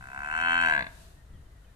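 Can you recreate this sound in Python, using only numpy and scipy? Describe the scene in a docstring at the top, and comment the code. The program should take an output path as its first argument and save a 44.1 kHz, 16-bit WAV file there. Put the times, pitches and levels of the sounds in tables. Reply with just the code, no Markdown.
"""One low, creaky bellow from a water buffalo sounds across a sandy yard among trees.
Its vocal folds snap shut in slow pulses, and each pulse makes the throat and mouth ring.
The call swells, sags into single croaks and ends in a puff through the nose.
Wind rumbles softly on the microphone and small birds chirp far off."""
import sys
import numpy as np
from scipy import signal
from scipy.fft import rfft, irfft
from scipy.io import wavfile

SR = 44100
rng = np.random.default_rng(int(sys.argv[2]) if len(sys.argv) > 2 else 0)


def bounce(signal):
    """Save signal as a 16-bit WAV file at the path given by the first command-line argument."""
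    frames = np.transpose(np.atleast_2d(signal))
    limited = np.clip(frames, -1, 1)
    pcm = np.round(limited * 32767).astype(np.int16)
    wavfile.write(sys.argv[1], SR, pcm)


N = 77175
T = np.arange(N) / SR
TREES_FADE_S = 0.48   # time for the echoes from far trees to fall by 60 dB
# How alike left and right are in wind, air and echoes. Each row: frequency in Hz, likeness from 0 to 1.
LIKENESS = [(100, 0.99), (400, 0.85), (1000, 0)]


def from_db(db):
    """Turn decibels into a gain."""
    return 10 ** (np.asarray(db) / 20)


def unit_level(x):
    """Scale a signal to an average (rms) level of 1."""
    return x / np.sqrt(np.mean(x ** 2) + 1e-20)


def curve(rows, t=T):
    """Join rows of time and value with straight lines."""
    return np.interp(t, *np.transpose(rows))


def at_hz(rows, hz):
    """Read between rows of frequency and value, with octaves evenly spaced."""
    row_hz, values = np.transpose(rows)
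    return np.interp(np.log(hz + 1), np.log(row_hz), values)


def noise(colour, likeness=None):
    """Stereo noise at level 1; its colour says how strong each frequency is."""
    hz = np.arange(N // 2 + 1) * SR / N
    mid, side = rfft(rng.standard_normal((2, N)))
    alike = 0 if likeness is None else np.clip(at_hz(likeness, hz), 0, 1)
    both = np.sqrt(1 + alike) * mid + np.sqrt(1 - alike) * side * [[1], [-1]]
    return unit_level(irfft(both * from_db(at_hz(colour, hz)), N))


def drift(rate_hz):
    """A smooth random wobble, about 1 in size."""
    lowpass = signal.butter(2, rate_hz, fs=SR, output="sos")
    return unit_level(signal.sosfilt(lowpass, rng.standard_normal(2 * N))[N:])


def filtered(x, response):
    """Change the strength and timing of each frequency by response(hz)."""
    hz = np.arange(N + 1) * SR / (2 * N)
    return irfft(rfft(x, 2 * N) * response(hz))[..., :N]


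def delayed(x, seconds):
    """The same sound, a little later."""
    return filtered(x, lambda hz: np.exp(-2j * np.pi * hz * seconds))


def air():
    """The faint, steady hush of the open air."""
    # Each row: frequency in Hz, relative level in dB.
    colour = [(150, -37), (250, -6.5), (507, -8), (926, -11), (1910, -12), (2700, -25.5), (3040, -19),
              (4290, -31.5), (15400, -35)]
    return from_db(-65.5) * noise(colour, LIKENESS)


def wind():
    """Soft gusts rumble on the microphone."""
    # The gusts. Each row: time in seconds, level in dB.
    gusts = [(0, -49), (.3, -52.5), (.65, -49.5), (.7, -47.5), (.76, -52.5), (1.29, -52), (1.35, -46),
             (1.58, -53), (1.75, -54.5)]
    # The rumble. Each row: frequency in Hz, relative level in dB.
    colour = [(20, -7), (55, 2), (85, -6), (140, -10), (400, -33), (800, -68)]
    return from_db(curve(gusts)) * noise(colour, LIKENESS)


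def tree_echoes(x, db, fade_s):
    """Trunks and walls scatter a sound into a blur that falls by 60 dB in fade_s."""
    # The tone of the echoes. Each row: frequency in Hz, relative level in dB.
    colour = [(200, 0.5), (500, 0), (1000, 0.5), (1600, -2.5), (3600, -1.5), (8000, -8.5)]
    tail = noise(colour, LIKENESS) * from_db(-60 * T / fade_s) * (T > .004)
    tail /= np.sqrt(np.sum(tail ** 2) / 2)
    return from_db(db) * signal.fftconvolve(x[None], tail, axes=1)[:, :N]


def birds():
    """Distant birds give thin falling whistles, blurred by the trees."""
    # Each row: start in seconds, length in seconds, first and last pitch in Hz, level in dB.
    chirps = [(1.143, .11, 1880, 1800, -69.5), (1.262, .16, 2030, 1810, -70.5),
              (1.22, .15, 1370, 1320, -74), (1.325, .067, 3500, 2700, -71.5),
              (1.451, .025, 3130, 3010, -72), (1.48, .19, 2060, 1800, -72), (1.66, .09, 1800, 1760, -72),
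              (1.642, .018, 3150, 3000, -67), (1.65, .05, 2650, 2320, -73)]
    out = np.zeros(N)
    for start, length, first, last, db in chirps:
        along = np.clip((T - start) / length, 0, 1)
        hz = (first + (last - first) * along) * (1 + .007 * drift(rate_hz=88))
        out += from_db(db) * np.sin(np.pi * along) * np.sin(2 * np.pi * np.cumsum(hz) / SR)
    return out + tree_echoes(out, db=-9, fade_s=TREES_FADE_S)


def yard(voice):
    """The voice reaches two microphones directly and by bouncing off sand and trees."""
    # Left compared with right. Each row: frequency in Hz, lag in radians, extra level in dB.
    left_right = [(150.13, 0.35, 1.1), (810, 0.69, 3), (1297, 2.13, 2.9), (1745, 1.97, 5.5),
                  (1947, 1.85, -13), (2303, 2.85, 14.5), (2503, 5.95, -6), (2960, 3.57, 8),
                  (3040, 4.39, 4.6), (4211.56, 4.53, 1.2)]
    row_hz, lags, extra_db = np.transpose(left_right)

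    def microphones(hz):
        lag, db = np.interp(hz, row_hz, lags), np.interp(hz, row_hz, extra_db)
        return np.array([from_db(db / 2) * np.exp(-1j * lag), from_db(-db / 2)])

    off_sand = from_db(-13.5) * delayed(voice, seconds=.001888)
    off_trunk = from_db(-22) * delayed(voice, seconds=.0043)
    near_trees = tree_echoes(voice, db=-19, fade_s=.1)
    far_trees = tree_echoes(voice, db=-17.5, fade_s=TREES_FADE_S)
    return filtered(voice + off_sand + off_trunk, microphones) + near_trees + far_trees


def nose_puff():
    """Air rushes out through the nose as the call ends."""
    # The breath. Each row: time in seconds, level in dB.
    breath = [(.83, -62.5), (.92, -58.5), (1.02, -56), (1.12, -62), (1.22, -68), (1.3, -69)]
    # Its tone. Each row: frequency in Hz, relative level in dB.
    colour = [(160, 8), (450, 4), (600, 8), (670, 16.5), (780, 3), (1000, 5), (1270, 0.5), (1520, 5.5),
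              (1780, 3), (2250, -6.5), (2630, 3.5), (3300, -1), (3750, 4), (5200, -1.5), (8700, 0),
              (13200, -5.5), (15000, -19)]
    return from_db(curve(breath)) * noise(colour)


def rasp(pulses):
    """A short hiss of air rides on every pulse, strongest as the pitch starts to sag."""
    # Each row: time in seconds, strength of the hiss in dB.
    strength = [(0, -53), (.15, -47), (.38, -37.5), (.58, -38), (.69, -33.5), (.76, -38.5), (.85, -50.5)]
    # Its tone. Each row: frequency in Hz, relative level in dB.
    colour = [(400, -13.5), (1500, 12.5), (3000, -1), (4500, -3.5), (5100, -10.5), (6100, 3), (6600, -7.5),
              (7600, 7.5), (8400, -3), (9100, 1), (11300, -19.5), (13200, -11), (15000, -31)]
    rise_s, decay_s = .0032, .004
    uneven_db = 2 * rng.standard_normal(N)[:len(pulses)]
    kicks = np.zeros(N)
    kicks[(pulses * SR).astype(int)] = from_db(curve(strength, pulses) + uneven_db)
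    burst = (1 - np.exp(-T / rise_s)) * np.exp(-T / decay_s)
    return signal.fftconvolve(kicks, burst)[:N] * noise(colour)


def vocal_fold_pulses():
    """The times in seconds when the vocal folds snap shut, once in each cycle."""
    # Each row: time in seconds, pulses per second.
    pitch = [(0.0, 64.44), (0.12, 66.17), (0.2, 70.48), (0.29, 75.68), (0.38, 82.01), (0.47, 84.99),
             (0.54, 85.21), (0.605, 86.17), (0.68, 80.51), (0.74, 74.87), (0.8, 65.97), (0.835, 51.27),
             (0.88, 27.1)]
    t = T[T < pitch[-1][0]]
    cycles = np.cumsum(curve(pitch, t)) / SR
    pulses = np.interp(np.arange(.5, cycles[-1]), cycles, t)
    jitter_s = .000012 * rng.standard_normal(N)[:len(pulses)]
    return pulses + jitter_s


def bellow(pulses):
    """Each pulse rings the tones of the throat, as the mouth shapes them at that moment."""
    # Each row: time in seconds, strength of the pulses in dB.
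    effort = [(0.0, -41), (0.125, -36.5), (0.17, -31), (0.28, -28.5), (0.325, -23.5), (0.5, -18),
              (0.6, -17.981), (0.645, -16.5), (0.73, -16.5), (0.79, -19.5), (0.826, -22.5), (0.845, -33),
              (0.87, -28)]
    # Each row: time in seconds, mouth shape (-1 or less barely parted, 0 wide open, 1 closing).
    mouth_shape = [(0.0, -1.9), (0.27, -0.55), (0.42, -0.062), (0.6, 0.031), (0.68, 0.35), (0.76, 0.67),
                   (0.83, 0.98)]
    # Ringing tones of throat and mouth. Each row: pitch in Hz when open and when closing,
    # width in Hz (wider dies sooner), then base level in dB when parted, open and closing.
    throat = [(162, 161, 24.3, -8, -23.5, -4.5), (259.5, 317, 48, -14, -16, -18.5),
              (391.5, 446.4, 37, -33, -22, -34.5), (669.2, 681.5, 26.2, -7, -11.5, -2.5),
              (744.4, 705.6, 29.3, 0, -5.5, -13), (1019, 920, 82, -5, -8, -9.5),
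              (1150, 1172.9, 20.0, -15, -38, -6.5), (1320, 1590, 187.6, -3, -4.5, -14.3),
              (1525, 1651, 75.7, 6, 6, 4.5), (1785, 1691, 80, -9, -7.5, 2),
              (1999, 2066.2, 110, -10, -10, -7.5), (2288, 2487.5, 58, -14.5, -11.5, -19.5),
              (2599.6, 2613.6, 79.7, 1, 10, 0.07), (2606.0, 2613.1, 95.2, 0.25, 9, 0.0),
              (2955, 2836.8, 110, -22.5, -10.5, -23.5), (3130, 3210, 120, -47, -11, -33.5),
              (3340, 3561.7, 36, -55, -41, -12), (3786, 4089.0, 43, -60, -25.5, -13.5),
              (4306, 4700, 51, -35, -20.5, -26.5), (4681.8, 4378.7, 150, -31, -53.5, -24)]
    open_hz, closing_hz, open_width, parted_db, open_db, closing_db = np.transpose(throat)
    shimmer_db, creak_db = .21, 1.05   # random level changes: always, and added when not wide open
    swell_s, ring_s = .00028, .05
    chances = rng.standard_normal((N // 2, len(throat)))
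    signs = (-1) ** np.arange(len(throat))   # every second tone swings the other way
    out = np.zeros(N)
    for start, chance in zip(pulses, chances):
        mouth = np.clip(curve(mouth_shape, start), -1, 1)
        parted, closing = max(-mouth, 0), max(mouth, 0)
        hz = open_hz + closing * (closing_hz - open_hz)
        width = open_width * (1 + .6 * closing)
        db = open_db + parted * (parted_db - open_db) + closing * (closing_db - open_db)
        db += curve(effort, start) + chance * (shimmer_db + creak_db * abs(mouth))
        gains = signs * from_db(db) * width / 110   # wider tones start stronger
        span = np.arange(int(ring_s * SR)) + max(int(start * SR) + 1, 0)
        age = (T[span] - start)[:, None]
        envelope = (1 - np.exp(-age / swell_s)) * np.exp(-np.pi * width * age)
        out[span] += (envelope * np.sin(2 * np.pi * hz * age)) @ gains
    return signal.sosfilt(signal.butter(6, 5700, fs=SR, output="sos"), out)


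def bend_upward(voice, delay_s_per_hz):
    """Higher tones sound later, so each pulse bends upward."""
    return filtered(voice, lambda hz: np.exp(-1j * np.pi * delay_s_per_hz * hz ** 2))


def scene():
    """The buffalo in its yard over wind, air and birds; breath and background lean a little left."""
    pulses = vocal_fold_pulses()
    voice = yard(bend_upward(bellow(pulses), delay_s_per_hz=5.6e-7))
    breath = (rasp(pulses) + nose_puff()) * from_db([[.7], [-.7]])
    background = (wind() + air() + birds()) * from_db([[1.2], [-1.1]])
    return voice + breath + background


def record(dry):
    """Cut the highest treble steeply, above 15400 Hz."""
    return signal.sosfilt(signal.ellip(10, .1, 80, 15400, fs=SR, output="sos"), dry)


dry = scene()
out = record(dry)
bounce(out)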